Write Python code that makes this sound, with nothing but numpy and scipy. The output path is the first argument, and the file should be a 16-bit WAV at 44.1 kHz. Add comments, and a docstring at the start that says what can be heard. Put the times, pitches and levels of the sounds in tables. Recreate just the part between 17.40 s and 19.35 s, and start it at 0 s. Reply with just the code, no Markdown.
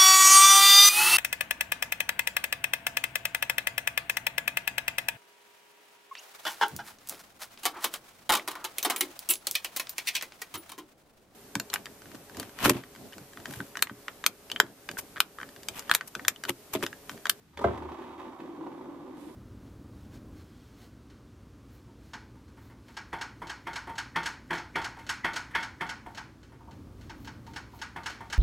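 """A fingertip scuffs and flicks a plastic hamster wheel on a wooden table, close up in a small, quiet room.
The stand shudders and the wheel knocks and chatters on its axle, then spins freely: the rolling bearing
drums on the hollow bowl with a low whir and a light rattle, dotted with clacks and off-centre bumps.
A soft hiss, like a sleeve brushing, comes in at the end."""
import sys
import numpy as np
from scipy import signal
from scipy.fft import rfft, irfft
from scipy.io import wavfile
from scipy.ndimage import uniform_filter1d

SR = 44100
rng = np.random.default_rng(int(sys.argv[2]) if len(sys.argv) > 2 else 0)


def output_pcm(signal):
    """Save a mono or channel-first signal as 16-bit PCM at the path in sys.argv[1].

    Samples are clipped to [-1, 1] before scaling.
    """
    pcm = np.clip(np.atleast_2d(signal).T, -1, 1) * 32767
    wavfile.write(sys.argv[1], SR, np.round(pcm).astype(np.int16))


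N = 85995
T = np.arange(N) / SR
FREQ = np.arange(N + 1) * SR / (2 * N)
SIDES = np.array([[1], [-1]])  # left, right

# colour of the room tone (f/Hz, level/dB)
AIR_EQ = [(20, 4), (55, 4.5), (100, 2), (165, 6.5), (300, 2), (500, -10.5), (1200, -12.5), (3000, -18),
          (6000, -22.5), (10000, -26.5), (14500, -24.5)]

# finger touches on the rim (t/s, scuff level/dB, ring level/dB, attack/s)
RIM_TOUCHES = [(0.132, -66.5, -59, 0.0067), (0.172, -40.5, -42, 0.0028), (.190, -43.5, -35, 0.0023),
               (0.2104, -54.5, -32.5, 0.0058), (0.375, -49, -38, 0.0018)]
# colour of the scuff (f/Hz, level/dB)
SCUFF_EQ = [(300, -28), (900, -27), (1450, 10.5), (2050, 8), (2600, -4.5), (3600, 3), (4300, -2),
            (5000, -8), (6500, -15), (9000, -19), (14500, -18)]
# resonances of the rim under the finger (f/Hz, width/Hz, level/dB)
RIM_MODES = [(306, 116, -1.5), (596, 92, -9.5), (802, 41, -6), (960, 65, 0.5), (1220, 40, -5)]

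# envelope of the stand's shudder (t/s, level/dB)
SHUDDER_ENVELOPE = [(.12, -75.5), (.17, -51), (.225, -56), (.255, -34), (.30, -37), (.335, -50),
                    (.49, -46.5), (.53, -55), (.565, -67), (.72, -63), (1.0, -72.5)]

# envelopes of the three spin layers (t/s, whir level/dB, rattle level/dB, grit level/dB)
SPIN_ENVELOPES = [(0.33, -38.5, -42, -54), (0.37, -49, -42, -56.5), (0.414, -39.5, -51.5, -59.5),
                  (0.572, -48.5, -44, -58.5), (0.614, -42.5, -47.5, -56.5), (0.772, -48.5, -47, -62.5),
                  (0.798, -47.5, -45, -55.5), (0.888, -42, -47, -60.5), (0.978, -54, -49, -66),
                  (1.02, -39.5, -49.5, -61), (1.154, -45.5, -50.5, -64), (1.276, -39.5, -50, -66.5),
                  (1.312, -43, -49, -63), (1.574, -43.5, -51, -67), (1.894, -45, -54.5, -64.5),
                  (1.95, -52, -56.5, -76)]
# low resonances of the bowl (f/Hz, width/Hz, level/dB)
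WHIR_MODES = [(163.7, 52, -11.5), (203, 23, -10), (258.3, 37.5, 1.5), (285.6, 25, 0), (334.5, 24.8, 0),
              (369.7, 23.6, -1), (491.8, 40, -9), (550.6, 25, -11)]
# colour of the rumble passed to the table top (f/Hz, level/dB)
TABLE_EQ = [(30, -25), (55, -8), (80, -17), (110, -5), (160, -4.5), (210, -8), (260, -0.5), (420, -14.5),
            (700, -39), (2000, -80)]
# midrange resonances of the bowl (f/Hz, width/Hz, level/dB)
RATTLE_MODES = [(487, 88, -15), (634, 118, -9.5), (773, 60, -3), (892, 76, -2), (960, 68, -1),
                (1034, 86.4, -3.5), (1196, 136, -7.5), (1493, 44, -15.5)]
# colour of the bearing grit (f/Hz, level/dB)
GRIT_EQ = [(900, -25), (1700, 9.5), (2300, 1.5), (2700, 2.5), (4100, -3.5), (4900, -11), (7500, -18.5),
           (10000, -22), (14500, -23.5)]
# high resonances of the thin shell (f/Hz, width/Hz, level/dB)
SHELL_MODES = [(1700, 110, -2.5), (2018, 51, 10), (2280, 49, 1), (2670, 21, 2.5), (3170, 40, -4.5),
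               (3866, 147, -6), (4290, 60, -10.5)]

# the knock and its rebounds (t/s, level/dB, contact time/ms)
AXLE_HITS = [(0.2417, 5.5, 0.46), (.2518, -17.5, 0.93), (0.264, -22, 0.89), (.2722, -9.5, .5),
             (0.2832, -10.5, 0.14), (.2950, -26, .8), (.3075, -10.5, 1)]
# modes of the knocked wheel and stand (f/Hz, level/dB, t60/s)
BODY_MODES = [(106, -19, 0.47), (129.1, -20, 0.52), (154.5, -26, 0.26), (200.4, -14.5, 0.182),
              (232, -20, 0.37), (297.7, -16, 0.18), (363.2, -9, 0.17), (407, -5.5, 0.133),
              (478.5, -11, 0.18), (576.3, -5, 0.13), (684.8, -1.5, 0.15), (807, -5, 0.052),
              (999, -5, 0.034), (1117, -5, 0.043), (1295, 1.5, 0.019), (1566, -7, 0.049),
              (2062, -13.5, 0.06), (2295, -25, 0.1)]

# clacks of play in the bearing (t/s, level/dB, tick offset/dB)
BEARING_CLACKS = [(0.344, -41, -32), (0.377, -34, -24), (0.401, -37.5, -46), (0.421, -31.5, -28),
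                  (0.451, -32, -32), (0.488, -33.5, -24), (0.517, -33.5, -23), (0.62, -36, -21),
                  (0.704, -40, -30), (0.793, -38, -25), (1.0, -42, -13), (1.208, -37, -26),
                  (1.238, -39.5, -31), (1.265, -29, -30.5), (1.41, -39, -25)]
# bumps of the off-centre wheel on its axle (t/s, level/dB)
AXLE_BUMPS = [(0.455, -34), (0.524, -31), (0.586, -34.5), (0.617, -31), (0.781, -34.5), (0.835, -31.5),
              (0.997, -35.5), (1.091, -34), (1.143, -30.5), (1.189, -28.5), (1.213, -25.5), (1.271, -30),
              (1.486, -30), (1.506, -37), (1.631, -41), (1.706, -29.5), (1.819, -51), (1.868, -30)]

# colour of the sleeve's hiss (f/Hz, level/dB)
SLEEVE_EQ = [(800, -1), (2000, 5), (4000, 5), (6000, -0.5), (9000, 3.5), (13000, 2), (15000, -6)]

# balance of the direct sound (f/Hz, left minus right/dB)
DIRECT_PAN = [(100, 2.5), (200, -0.5), (370, -0.5), (680, 3), (1250, -4), (2300, -3), (4200, 0.5),
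              (7000, 16), (14000, -5)]
# colour of the room's reflections (f/Hz, level/dB)
REVERB_EQ = [(80, -20), (180, -24), (350, -8.5), (700, -11), (1400, -5.5), (3000, -5), (8000, 0)]


def amp(db):
    """Decibels to gain."""
    return 10 ** (np.asarray(db) / 20)


def unit(x):
    """Scale to rms 1."""
    return x / np.sqrt(np.mean(x ** 2))


def pan(db):
    """Left and right gains that lie db apart; negative leans right."""
    return amp(SIDES * db / 2)


def by_hz(points):
    """Spread an EQ curve (f/Hz, level/dB) over the frequency axis."""
    hz, db = np.array(points).T
    return np.interp(np.log(FREQ + 1), np.log(hz), db)


def shape(x, response):
    """Filter by a frequency response."""
    return irfft(rfft(x, 2 * N) * response)[..., :N]


def colour(x, points):
    """Causal EQ through (f/Hz, level/dB) points; rms 1."""
    cepstrum = irfft(np.log(amp(by_hz(points))))
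    return unit(shape(x, np.exp(rfft(2 * cepstrum[:N], 2 * N))))


def resonate(x, modes):
    """Parallel resonators of alternating polarity."""
    bands = ((-1) ** k * amp(db) * 1j * FREQ * width / (f * f - FREQ ** 2 + 1j * FREQ * width)
             for k, (f, width, db) in enumerate(modes))
    return shape(x, sum(bands))


def even(x, window=3500):
    """Leveller: keep the quick flutter, flatten swells longer than the window of samples."""
    return x / np.sqrt(uniform_filter1d(x * x, window) + 1e-18)


def envelope(rows, column=1):
    """Gain over time from one dB column of a timed table."""
    rows = np.array(rows)
    return amp(np.interp(T, rows[:, 0], rows[:, column]))


def swell(start, attack):
    """Rounded attack up to 1, then a decay."""
    age = np.maximum(T - start, 0) / attack
    return age * np.exp(1 - age)


def burst(start, decay):
    """Instant attack, exponential decay."""
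    return (T >= start) * np.exp(-np.maximum(T - start, 0) / decay)


def room_tone(wide_above_hz=600):
    """A quiet bed of room noise, near mono in the bass."""
    mid, side = colour(rng.standard_normal((2, N)), AIR_EQ)
    return amp(-61) * (mid + SIDES * shape(side, FREQ / (FREQ + wide_above_hz)))


def finger(ring_lag_s=0.0019):
    """The fingertip catches the rim: a crisp scuff, and the rim rings hollow."""
    scuff = even(colour(rng.standard_normal(N), SCUFF_EQ), window=200)
    ring = even(resonate(rng.standard_normal(N), RIM_MODES), window=300)
    out = np.zeros(N)
    for t, scuff_db, ring_db, attack in RIM_TOUCHES:
        out += amp(scuff_db) * swell(t, attack) * scuff
        out += amp(ring_db) * swell(t, attack + ring_lag_s) * ring
    return out


def shudder(hum_hz=77):
    """The stand hums on the table top until the wheel settles."""
    return envelope(SHUDDER_ENVELOPE) * unit(np.sin(2 * np.pi * hum_hz * T))


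def bearing_contacts(spread_db, per_s=520):
    """Dense tiny impacts of the rolling bearing, uneven in spacing and force."""
    count = int(per_s * N / SR)
    jitter, chance, polarity = rng.random((4000, 3))[:count].T
    onsets = ((np.arange(count) + jitter) / per_s * SR).astype(int) % N
    force = amp(-spread_db * np.log(np.maximum(chance, .02)))
    impacts = np.zeros(N)
    impacts[onsets] = np.sign(polarity - .5) * force
    return impacts


def roll_hz(start_hz=375.4, sag_hz_per_s=45):
    """The rolling frequency sinks as the wheel slows."""
    return start_hz - sag_hz_per_s * T


def whir(drive, lift_db=4, lift_width_hz=27):
    """The bowl's low modes ring, lifted near the rolling frequency, over a rumble from the table top."""
    bowl = np.zeros(N)
    for f, width, db in WHIR_MODES:
        band = [(f, width, 0)]
        ring = even(resonate(resonate(drive, band), band), window=9000)  # two passes for steep skirts
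        nearness = np.exp(-((f - roll_hz()) / lift_width_hz) ** 2)
        bowl += ring * amp(db + lift_db * nearness)
    return even(bowl) + amp(-17.5) * even(colour(drive, TABLE_EQ))


def spin(start_s=0.16, fade_in_s=0.11):
    """Bearing contacts set the bowl whirring and rattling; fine grit rings the thin shell."""
    drive = bearing_contacts(spread_db=3.5)
    fine = drive + bearing_contacts(spread_db=4)
    shell = amp(-4) * unit(resonate(fine, SHELL_MODES))
    low = amp(-1) * envelope(SPIN_ENVELOPES, column=1) * whir(drive)
    rattle = amp(-2) * envelope(SPIN_ENVELOPES, column=2) * even(resonate(drive, RATTLE_MODES))
    grit = amp(-1) * envelope(SPIN_ENVELOPES, column=3) * even(colour(fine, GRIT_EQ) + shell)
    return (low + rattle + grit) * np.clip((T - start_s) / fade_in_s, 0, 1)


def knock(crack_decay_s=.012):
    """The released wheel strikes its axle and rebounds about a hundred times a second."""
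    body = sum((-1) ** k * amp(db) * amp(-60 * T / t60) * np.sin(2 * np.pi * f * T)
               for k, (f, db, t60) in enumerate(BODY_MODES))
    # the longer the contact, the duller the hit
    hit_spectrum = sum(amp(db) * np.exp(-2j * np.pi * FREQ * t) / (1 + 1j * FREQ * ms / 1000) ** 2
                       for t, db, ms in AXLE_HITS)
    crack_level = sum(amp(db) * burst(t, crack_decay_s) for t, db, _ in AXLE_HITS)
    crack = crack_level * colour(rng.standard_normal(N), GRIT_EQ)
    return amp(-21.5) * shape(body, hit_spectrum) + amp(-47) * crack


def clacks(attack_s=0.0037, rub_hz=1040, rub_width_hz=570):
    """Slack in the bearing: short rubbing clacks, each topped with a faint gritty tick."""
    tick = amp(3) * even(colour(rng.standard_normal(N), GRIT_EQ), window=300)
    bowl = resonate(rng.standard_normal(N), RATTLE_MODES)
    rub = amp(-7.5) * even(resonate(bowl, [(rub_hz, rub_width_hz, 0)]), window=500)
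    return sum(amp(db) * swell(t, attack_s) * (rub + amp(tick_db) * tick)
               for t, db, tick_db in BEARING_CLACKS)


def bumps(attack_s=0.0046):
    """The off-centre wheel bumps its axle: short throbs pitched at the rolling frequency."""
    throb = np.sin(2 * np.pi * (np.cumsum(roll_hz()) / SR + rng.random()))
    return amp(-6) * throb * sum(amp(db) * swell(t, attack_s) for t, db in AXLE_BUMPS)


def sleeve(start_s=1.74, fade_in_s=0.069, fade_db_per_s=18):
    """A sleeve brushes as the arm draws away: soft, bright hiss on the right."""
    age = T - start_s
    level = np.clip(age / fade_in_s, 0, 1) * amp(-60.5 - fade_db_per_s * age)
    return level * colour(rng.standard_normal((2, N)), SLEEVE_EQ) * pan(-5)


def room(x, t60_s=0.2, predelay_s=.002, mid_db=-5, phase_rad=1, phase_corner_hz=1240):
    """Pan the direct sound by frequency; cage and walls add a short tail, widest in the treble."""
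    phase_gap = phase_rad * FREQ ** 2 / (FREQ ** 2 + phase_corner_hz ** 2)  # left lags right
    direct = pan(by_hz(DIRECT_PAN)) * np.exp(-.5j * SIDES * phase_gap)
    tail = rng.standard_normal((2, N)) * amp(-60 * T / t60_s) * (T > predelay_s)
    tail_gain = amp(by_hz(REVERB_EQ))
    mid, side = rfft(unit(tail) / np.sqrt(N), 2 * N) * tail_gain
    build_up = np.hypot(1, amp(mid_db) * tail_gain)
    return shape(x, (direct + amp(mid_db) * mid + SIDES * side) / build_up)


def scene():
    """Flick, knock and free spin in the room, with the spin a little to the right."""
    rolling = (spin() + clacks() + bumps()) * pan(-2)
    wheel = finger() + shudder() + knock() + rolling
    return room(wheel) + sleeve() + room_tone()


def record(dry, low_cut_hz=45, high_cut_hz=14700):
    """The microphone drops the deep bass and cuts the top."""
    low_cut = signal.butter(2, low_cut_hz, "high", fs=SR, output="sos")
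    high_cut = signal.ellip(10, .2, 70, high_cut_hz, fs=SR, output="sos")
    return signal.sosfilt(high_cut, signal.sosfilt(low_cut, dry))


dry = scene()
out = record(dry)
output_pcm(out)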